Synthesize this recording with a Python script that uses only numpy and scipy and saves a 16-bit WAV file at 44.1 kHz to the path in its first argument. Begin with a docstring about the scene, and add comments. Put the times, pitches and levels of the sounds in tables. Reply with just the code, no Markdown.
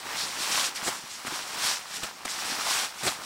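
"""A down sleeping bag is pushed into its nylon stuff sack, close up in a small tent, in mono over faint air.
The first shove is hissing, rustling grains of cloth over muffled padding; gliding noise bands zip along the weave
and decaying sines snap as creases. A sleeve flicks, then the cloth is gathered, with soft sagging bumps and pats
made of slap and thump noise. A second shove, a pause, a third shove and a settle follow,
still with zips, snaps, bumps and pats; the last pats land just before the settle."""
import sys
import numpy as np
from scipy import signal
from scipy.fft import rfft, irfft, next_fast_len
from scipy.io import wavfile

SR = 44100
rng = np.random.default_rng(int(sys.argv[2]) if len(sys.argv) > 2 else 0)


def file_out(sig):
    """Save sig as 16-bit WAV at sys.argv[1]."""
    # one column per channel
    cols = np.atleast_2d(sig).T
    # limit, then scale
    lim = np.clip(cols, -1, 1)
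    pcm = np.round(lim * 32767).astype(np.int16)
    wavfile.write(sys.argv[1], SR, pcm)


N = 143325
T = np.arange(N) / SR


def from_db(db):
    """Decibels to gain."""
    return 10 ** (np.asarray(db) / 20)


def rms_one(x):
    """Scale to unit power."""
    return x / np.sqrt(np.mean(x ** 2) + 1e-20)


def drift(rate_hz):
    """Random wander of unit power: noise through two equal one-pole lowpasses at the given rate."""
    pole = np.exp(-2 * np.pi * rate_hz / SR)
    noise = rng.standard_normal(N + SR)
    wander = signal.lfilter([1], [1, -2 * pole, pole * pole], noise)
    return rms_one(wander[SR:])  # drop the first second, while the filter settles


def coloured(x, spectrum):
    """Minimum-phase filter through the given (f/Hz, level/dB) points; unit power."""
    size = 2 * next_fast_len(N)
    hz, db = np.transpose(spectrum)
    bins = np.maximum(np.arange(size // 2 + 1) * SR / size, 1)
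    gain = from_db(np.interp(np.log(bins), np.log(hz), db))
    # folding the cepstrum makes the filter causal
    cepstrum = irfft(np.log(gain))
    cepstrum[1:size // 2] *= 2
    cepstrum[size // 2 + 1:] = 0
    response = np.exp(rfft(cepstrum))
    return rms_one(irfft(rfft(x, size) * response)[:N])


GRAIN_TOP = 3.5  # cap on grain size, in spreads


def grains(per_s, spread_db):
    """Tiny random slips of uneven size and either sign."""
    sizes = from_db(spread_db * np.minimum(rng.exponential(1, N), GRAIN_TOP))
    signs = rng.choice([-1, 1], N)
    return sizes * signs * (rng.random(N) < per_s / SR)


FLICKER_PER_S = 26  # corner rate of the wander, Hz


def flickering(x, depth_db):
    """Each band swells and fades as folds open and close, partly in step with the others."""
    bins = np.maximum(np.arange(N // 2 + 1) * SR / N, 1)
    whole = rfft(x)
    centres = np.log(np.geomspace(150, 13000, 12))
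    together, out = drift(FLICKER_PER_S), 0
    for share in np.eye(len(centres)):
        band = irfft(whole * np.interp(np.log(bins), centres, share), N)
        swell = .5 * together + drift(FLICKER_PER_S)
        out = out + band * from_db(depth_db * swell)
    return rms_one(out)


def burst(s, rise, fall, hold=0):
    """Exponential rise, a hold at the top, then exponential fall; all in seconds."""
    before = (s - T) / rise
    after = (T - s - hold) / fall
    return np.exp(-np.maximum(np.maximum(before, after), 0))


# outdoor air, relative colour: (f/Hz, level/dB)
AIR = [(20, -20), (60, -3.5), (200, -4), (400, -8), (1500, -7), (16000, -25)]
AIR_DB = -60.5


def outdoor_air():
    """Faint steady outdoor air: coloured noise."""
    return from_db(AIR_DB) * coloured(rng.standard_normal(N), AIR)


# sliding cloth by stretch: (t/s, hiss level/dB, rustle level/dB), before the layer trims below
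FIRST_SHOVE = [(0, -42.5, -48), (0.04, -44.5, -42.5), (0.13, -38.5, -38), (0.195, -32, -39),
               (0.29, -37, -43.5), (0.36, -36.5, -39.5), (0.43, -32, -39), (0.508, -32, -34.5),
               (0.52, -28, -37), (0.595, -28, -33.5), (0.668, -29, -37.5), (0.735, -48, -46.5)]
GATHER = [(0.79, -40.5, -44.5), (0.82, -42, -38), (0.85, -35.5, -41.5), (0.915, -39, -39),
          (0.948, -37, -40.5), (1.0, -42, -48), (1.055, -45.5, -46), (1.12, -40.5, -50.5),
          (1.245, -44.5, -44.5)]
SECOND_SHOVE = [(1.29, -38.5, -40.5), (1.355, -35, -38), (1.455, -41, -43.5), (1.58, -36.5, -39),
                (1.66, -26.5, -35), (1.72, -28.5, -37), (1.8, -43, -44), (1.86, -46.5, -48),
                (1.935, -38, -44), (1.972, -33, -46), (1.987, -39, -47), (2.02, -40.5, -44)]
PAUSE = [(2.07, -41.5, -42.5), (2.125, -47.5, -50.5), (2.247, -50, -45.5)]
THIRD_SHOVE = [(2.27, -41.5, -41.5), (2.305, -33.5, -45.5), (2.335, -37, -42.5), (2.42, -35.5, -38.5),
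               (2.5, -32.5, -39), (2.58, -35.5, -38), (2.65, -32.5, -36.5), (2.7, -27.5, -34),
               (2.81, -29.5, -34.5), (2.85, -33, -36.5), (2.885, -41, -45.5), (2.93, -47, -46.5),
               (3.0, -39, -47), (3.025, -39.5, -42)]
SETTLE = [(3.125, -35.5, -44), (3.175, -45, -44.5), (3.205, -45, -41), (3.25, -39.5, -47)]
# relative colour of the fine hiss and the duller folds: (f/Hz, level/dB)
HISS = [(300, -24.5), (1000, -8.5), (2000, -4.5), (3200, -2), (4900, -1), (5700, 0), (6250, -4.5),
        (8000, -4.5), (9500, -8), (11000, -13.5), (13500, -18), (16000, -29.5)]
RUSTLE = [(30, -37), (200, -15), (480, -12.5), (750, -2), (1080, -1.5), (1600, -4), (2300, -8.5),
          (4000, -16), (9000, -31), (16000, -19)]
HISS_TRIM_DB, HISS_GRAINS_PER_S, HISS_SPREAD_DB, HISS_FLICKER_DB = 0.62, 10000, 1.8, 0.82
RUSTLE_TRIM_DB, RUSTLE_GRAINS_PER_S, RUSTLE_SPREAD_DB, RUSTLE_FLICKER_DB = -0.12, 1800, 1.5, 0.7
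# a quick flick of the sleeve
FLICK_AT_S, FLICK_RISE_S, FLICK_FALL_S, FLICK_DB = 0.760, 0.0096, 0.029, -32.5
# faster sliding is louder and brighter: the treble gains this many dB per dB of hiss above the medium level
BRIGHTEN_ABOVE_HZ, BRIGHTEN_DB_PER_DB, MEDIUM_HISS_DB = 6500, 0.0538, -36
CRINKLE_TRIM_DB = -3.5


def sliding():
    """Threads catch and slip in a hiss that brightens with speed; larger folds rustle and crinkle below it."""
    stretches = [FIRST_SHOVE, GATHER, SECOND_SHOVE, PAUSE, THIRD_SHOVE, SETTLE]
    s, hiss_db, rustle_db = np.vstack(stretches).T
    slide_level = from_db(HISS_TRIM_DB + np.interp(T, s, hiss_db))
    flick_level = from_db(FLICK_DB) * burst(FLICK_AT_S, FLICK_RISE_S, FLICK_FALL_S)
    hiss_level = np.hypot(slide_level, flick_level)

    hiss = coloured(grains(HISS_GRAINS_PER_S, HISS_SPREAD_DB), HISS)
    hiss = flickering(hiss, HISS_FLICKER_DB)
    treble_filter = signal.butter(1, BRIGHTEN_ABOVE_HZ, "high", fs=SR, output="sos")
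    treble = signal.sosfilt(treble_filter, hiss)
    treble_gain = (hiss_level / from_db(MEDIUM_HISS_DB)) ** BRIGHTEN_DB_PER_DB
    hiss = hiss + treble * (treble_gain - 1)

    rustle = coloured(grains(RUSTLE_GRAINS_PER_S, RUSTLE_SPREAD_DB), RUSTLE)
    rustle = flickering(rustle, RUSTLE_FLICKER_DB)
    effort = from_db(np.interp(T, s, rustle_db))
    folds = from_db(RUSTLE_TRIM_DB) * effort * rustle
    return hiss * hiss_level + folds + from_db(CRINKLE_TRIM_DB) * crinkle(effort)


CRINKLE_LOW_HZ, CRINKLE_HIGH_HZ, CRINKLE_Q = 935, 2800, 3
CRINKLES_PER_S, CRINKLE_SPREAD_DB = 300, 2.5  # mean rate over all panels


def crinkle(effort):
    """Panels of different sizes buckle at random and ring briefly: sparse at rest, dense under effort."""
    pitches, out = np.geomspace(CRINKLE_LOW_HZ, CRINKLE_HIGH_HZ, 14), 0
    per_s = CRINKLES_PER_S / len(pitches) * effort / effort.mean()
    for hz in pitches:
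        b, a = signal.iirpeak(hz, CRINKLE_Q, fs=SR)
        buckles = grains(per_s, CRINKLE_SPREAD_DB) + 1e-18  # offset keeps the filter off denormals
        out = out + signal.lfilter(b, a, buckles) / hz
    return rms_one(out) * np.sqrt(effort * effort.mean())


# muffled shifting of the padding, in the bass: (t/s, level/dB)
PADDING_LEVEL = [(0, -52), (0.5, -49.5), (0.75, -56), (0.9, -53), (1.1, -62), (1.65, -50.5), (1.85, -63),
                 (2.02, -54.5), (2.18, -61), (2.5, -49), (2.9, -63), (3.25, -53)]
# its relative colour: (f/Hz, level/dB)
PADDING = [(30, -18), (70, -13), (220, 0), (500, -2.5), (1500, -35)]
PADDING_GRAINS_PER_S, PADDING_SPREAD_DB = 600, 4


def padding():
    """The filling shifts in soft, muffled lumps: sparse grains, darkly filtered."""
    level = from_db(np.interp(T, *np.transpose(PADDING_LEVEL)))
    return level * coloured(grains(PADDING_GRAINS_PER_S, PADDING_SPREAD_DB), PADDING)


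# zips of the weave, pitch following the sliding speed: (middle t/s, length/s, level/dB, first f/Hz, last f/Hz)
ZIPS = [(0.136, 0.087, -40, 1400, 2550), (0.214, 0.093, -34.5, 4190, 4910), (0.603, 0.066, -35, 3490, 4580),
        (0.767, 0.0376, -39, 5840, 4170), (0.779, 0.037, -38.5, 2000, 1757),
        (0.867, 0.063, -35, 7120, 8260), (1.135, 0.071, -47, 6740, 6700), (1.746, 0.0916, -39, 5310, 6020),
        (2.038, 0.016, -38.5, 3600, 3630), (2.307, 0.04, -39, 7500, 7900), (3.063, 0.04, -33, 7670, 8100),
        (3.082, 0.024, -28, 4170, 3910)]
ZIP_WIDTH = 0.2  # noise corner as a share of the middle pitch


def zips():
    """Ribs of the weave pass over each other at a gliding, uneven rate."""
    out = np.zeros(N)
    for s, length, db, first_hz, last_hz in ZIPS:
        progress = np.clip((T - s) / length + .5, 0, 1)
        pitch = first_hz * (last_hz / first_hz) ** progress
        phase = 2 * np.pi * np.cumsum(pitch) / SR
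        width = ZIP_WIDTH * np.sqrt(first_hz * last_hz)
        tone = rms_one(drift(width) * np.cos(phase) + drift(width) * np.sin(phase))
        swell = np.abs(np.sin(np.pi * progress)) ** .5
        out += from_db(db) * swell * tone
    return out


# creases that snap over: (t/s, level/dB before trim and low cut, f/Hz)
SNAPS = [(0.557, -12.5, 2500), (0.577, -10.5, 1010), (0.597, -9, 3200), (0.880, -19, 1790),
         (1.2497, -24, 1160), (1.2808, -18, 1420), (1.713, -19, 910), (1.857, -25, 1050),
         (2.0375, -24, 1230), (2.2798, -16.5, 2040), (2.389, -20, 1130), (2.435, -22, 2700),
         (2.610, -15.5, 1190), (2.7101, -14.5, 1120), (2.721, -15.5, 2430), (2.771, -16, 1050),
         (3.123, -20.5, 870)]
SNAP_CYCLES, SNAP_TRIM_DB, SNAP_LOW_CUT_HZ = 1.53, -1.5, 960  # cycles to fall to 1/e


def snaps():
    """A crease flips with a sharp edge and dies away over a few cycles."""
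    out = np.zeros(N)
    for s, db, hz in SNAPS:
        cycles = np.maximum(T - s, 0) * hz
        decay = (T >= s) * np.exp(-cycles / SNAP_CYCLES)
        # starting an eighth of a cycle in gives the sharp edge
        out += from_db(db + SNAP_TRIM_DB) * decay * np.sin(2 * np.pi * cycles + np.pi / 4)
    low_cut = signal.butter(1, SNAP_LOW_CUT_HZ, "high", fs=SR, output="sos")
    return signal.sosfilt(low_cut, out)


# returns from the ground and the tent walls: (delay t/s, level/dB)
ECHOES = [(0.0019, -22), (0.0078, -11), (0.0134, -14)]


def tent(x):
    """A few weak, early returns added to the direct sound."""
    returns = sum(from_db(db) * np.interp(T - delay, T, x, left=0) for delay, db in ECHOES)
    return x + returns


# soft bumps of the sack and knees: (t/s, level/dB before trim, starting f/Hz)
BUMPS = [(0.827, -35.5, 258), (0.869, -28, 297), (0.881, -27.5, 390), (1.038, -39.5, 223),
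         (1.250, -32, 325), (1.28, -32.5, 255), (1.322, -31, 333), (1.328, -32, 328), (1.648, -35, 230),
         (2.032, -35.5, 126), (2.044, -35.5, 330), (2.252, -32.5, 340), (2.257, -42, 110),
         (2.521, -32, 300), (3.054, -27, 400), (3.067, -31, 363)]
BUMP_RISE_S, BUMP_TRIM_DB, BUMP_SAG = 0.0015, -1, 0.044  # sag per rise time


def bumps():
    """A cushioned knock: a brief low tone that sags in pitch."""
    out = np.zeros(N)
    for s, db, hz in BUMPS:
        age = np.maximum(T - s, 0) / BUMP_RISE_S
        shape = age * np.exp(1 - age)
        pitch = hz * (age > 0) / (1 + BUMP_SAG * age)
        out += from_db(db + BUMP_TRIM_DB) * shape * np.sin(2 * np.pi * np.cumsum(pitch) / SR)
    return out


# pats and grabs on the padding: (landing t/s, rise/s, hold/s, fall/s, slap level/dB, thump level/dB)
PATS = [(0.875, 0.011, 0.012, 0.018, -28, -38), (1.269, 0.006, 0.0059, 0.0057, -32.5, -45),
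        (2.0345, 0.0033, 0.0066, 0.014, -30, -42.5), (2.253, 0.002, 0.0038, 0.0037, -28.5, -43),
        (3.035, 0.0049, 0.021, 0.0069, -31, -39.5), (3.067, 0.004, 0.016, 0.021, -26, -41.5)]
# relative colour of the crushed shell and the padding under it: (f/Hz, level/dB)
SLAP = [(30, -15), (150, -2.5), (450, -2), (720, 5.5), (1000, -3), (1300, 5), (3000, -2.5), (4300, -1),
        (6300, -4.5), (7900, -1), (9500, -6.5), (11000, -12), (16000, -21)]
THUMP = [(25, -24), (60, -15), (100, -0.5), (220, 4), (400, 2), (650, -16), (4000, -18)]
SLAP_GRAINS_PER_S, SLAP_SPREAD_DB = 7000, 0.5


def pats():
    """A hand lands, crushes the shell in a burst of slips and drives air out of the padding."""
    slap_level, thump_level = np.zeros(N), np.zeros(N)
    for s, rise, hold, fall, slap_db, thump_db in PATS:
        shape = burst(s, rise, fall, hold)
        slap_level += from_db(slap_db) * shape
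        thump_level += from_db(thump_db) * shape
    slap = coloured(grains(SLAP_GRAINS_PER_S, SLAP_SPREAD_DB), SLAP)
    thump = coloured(rng.standard_normal(N), THUMP)
    return slap_level * slap + thump_level * thump


def scene():
    """Cloth and contacts over faint outdoor air, the same in both channels."""
    cloth = sliding() + padding() + zips()
    contacts = tent(snaps() + bumps()) + pats()
    mono = outdoor_air() + cloth + contacts
    return np.array([mono, mono])


CUTOFF_HZ = 15750


def record(dry):
    """The top is cut steeply by an elliptic lowpass."""
    top_cut = signal.ellip(12, .1, 80, CUTOFF_HZ, fs=SR, output="sos")
    return signal.sosfilt(top_cut, dry)


dry = scene()
out = record(dry)
file_out(out)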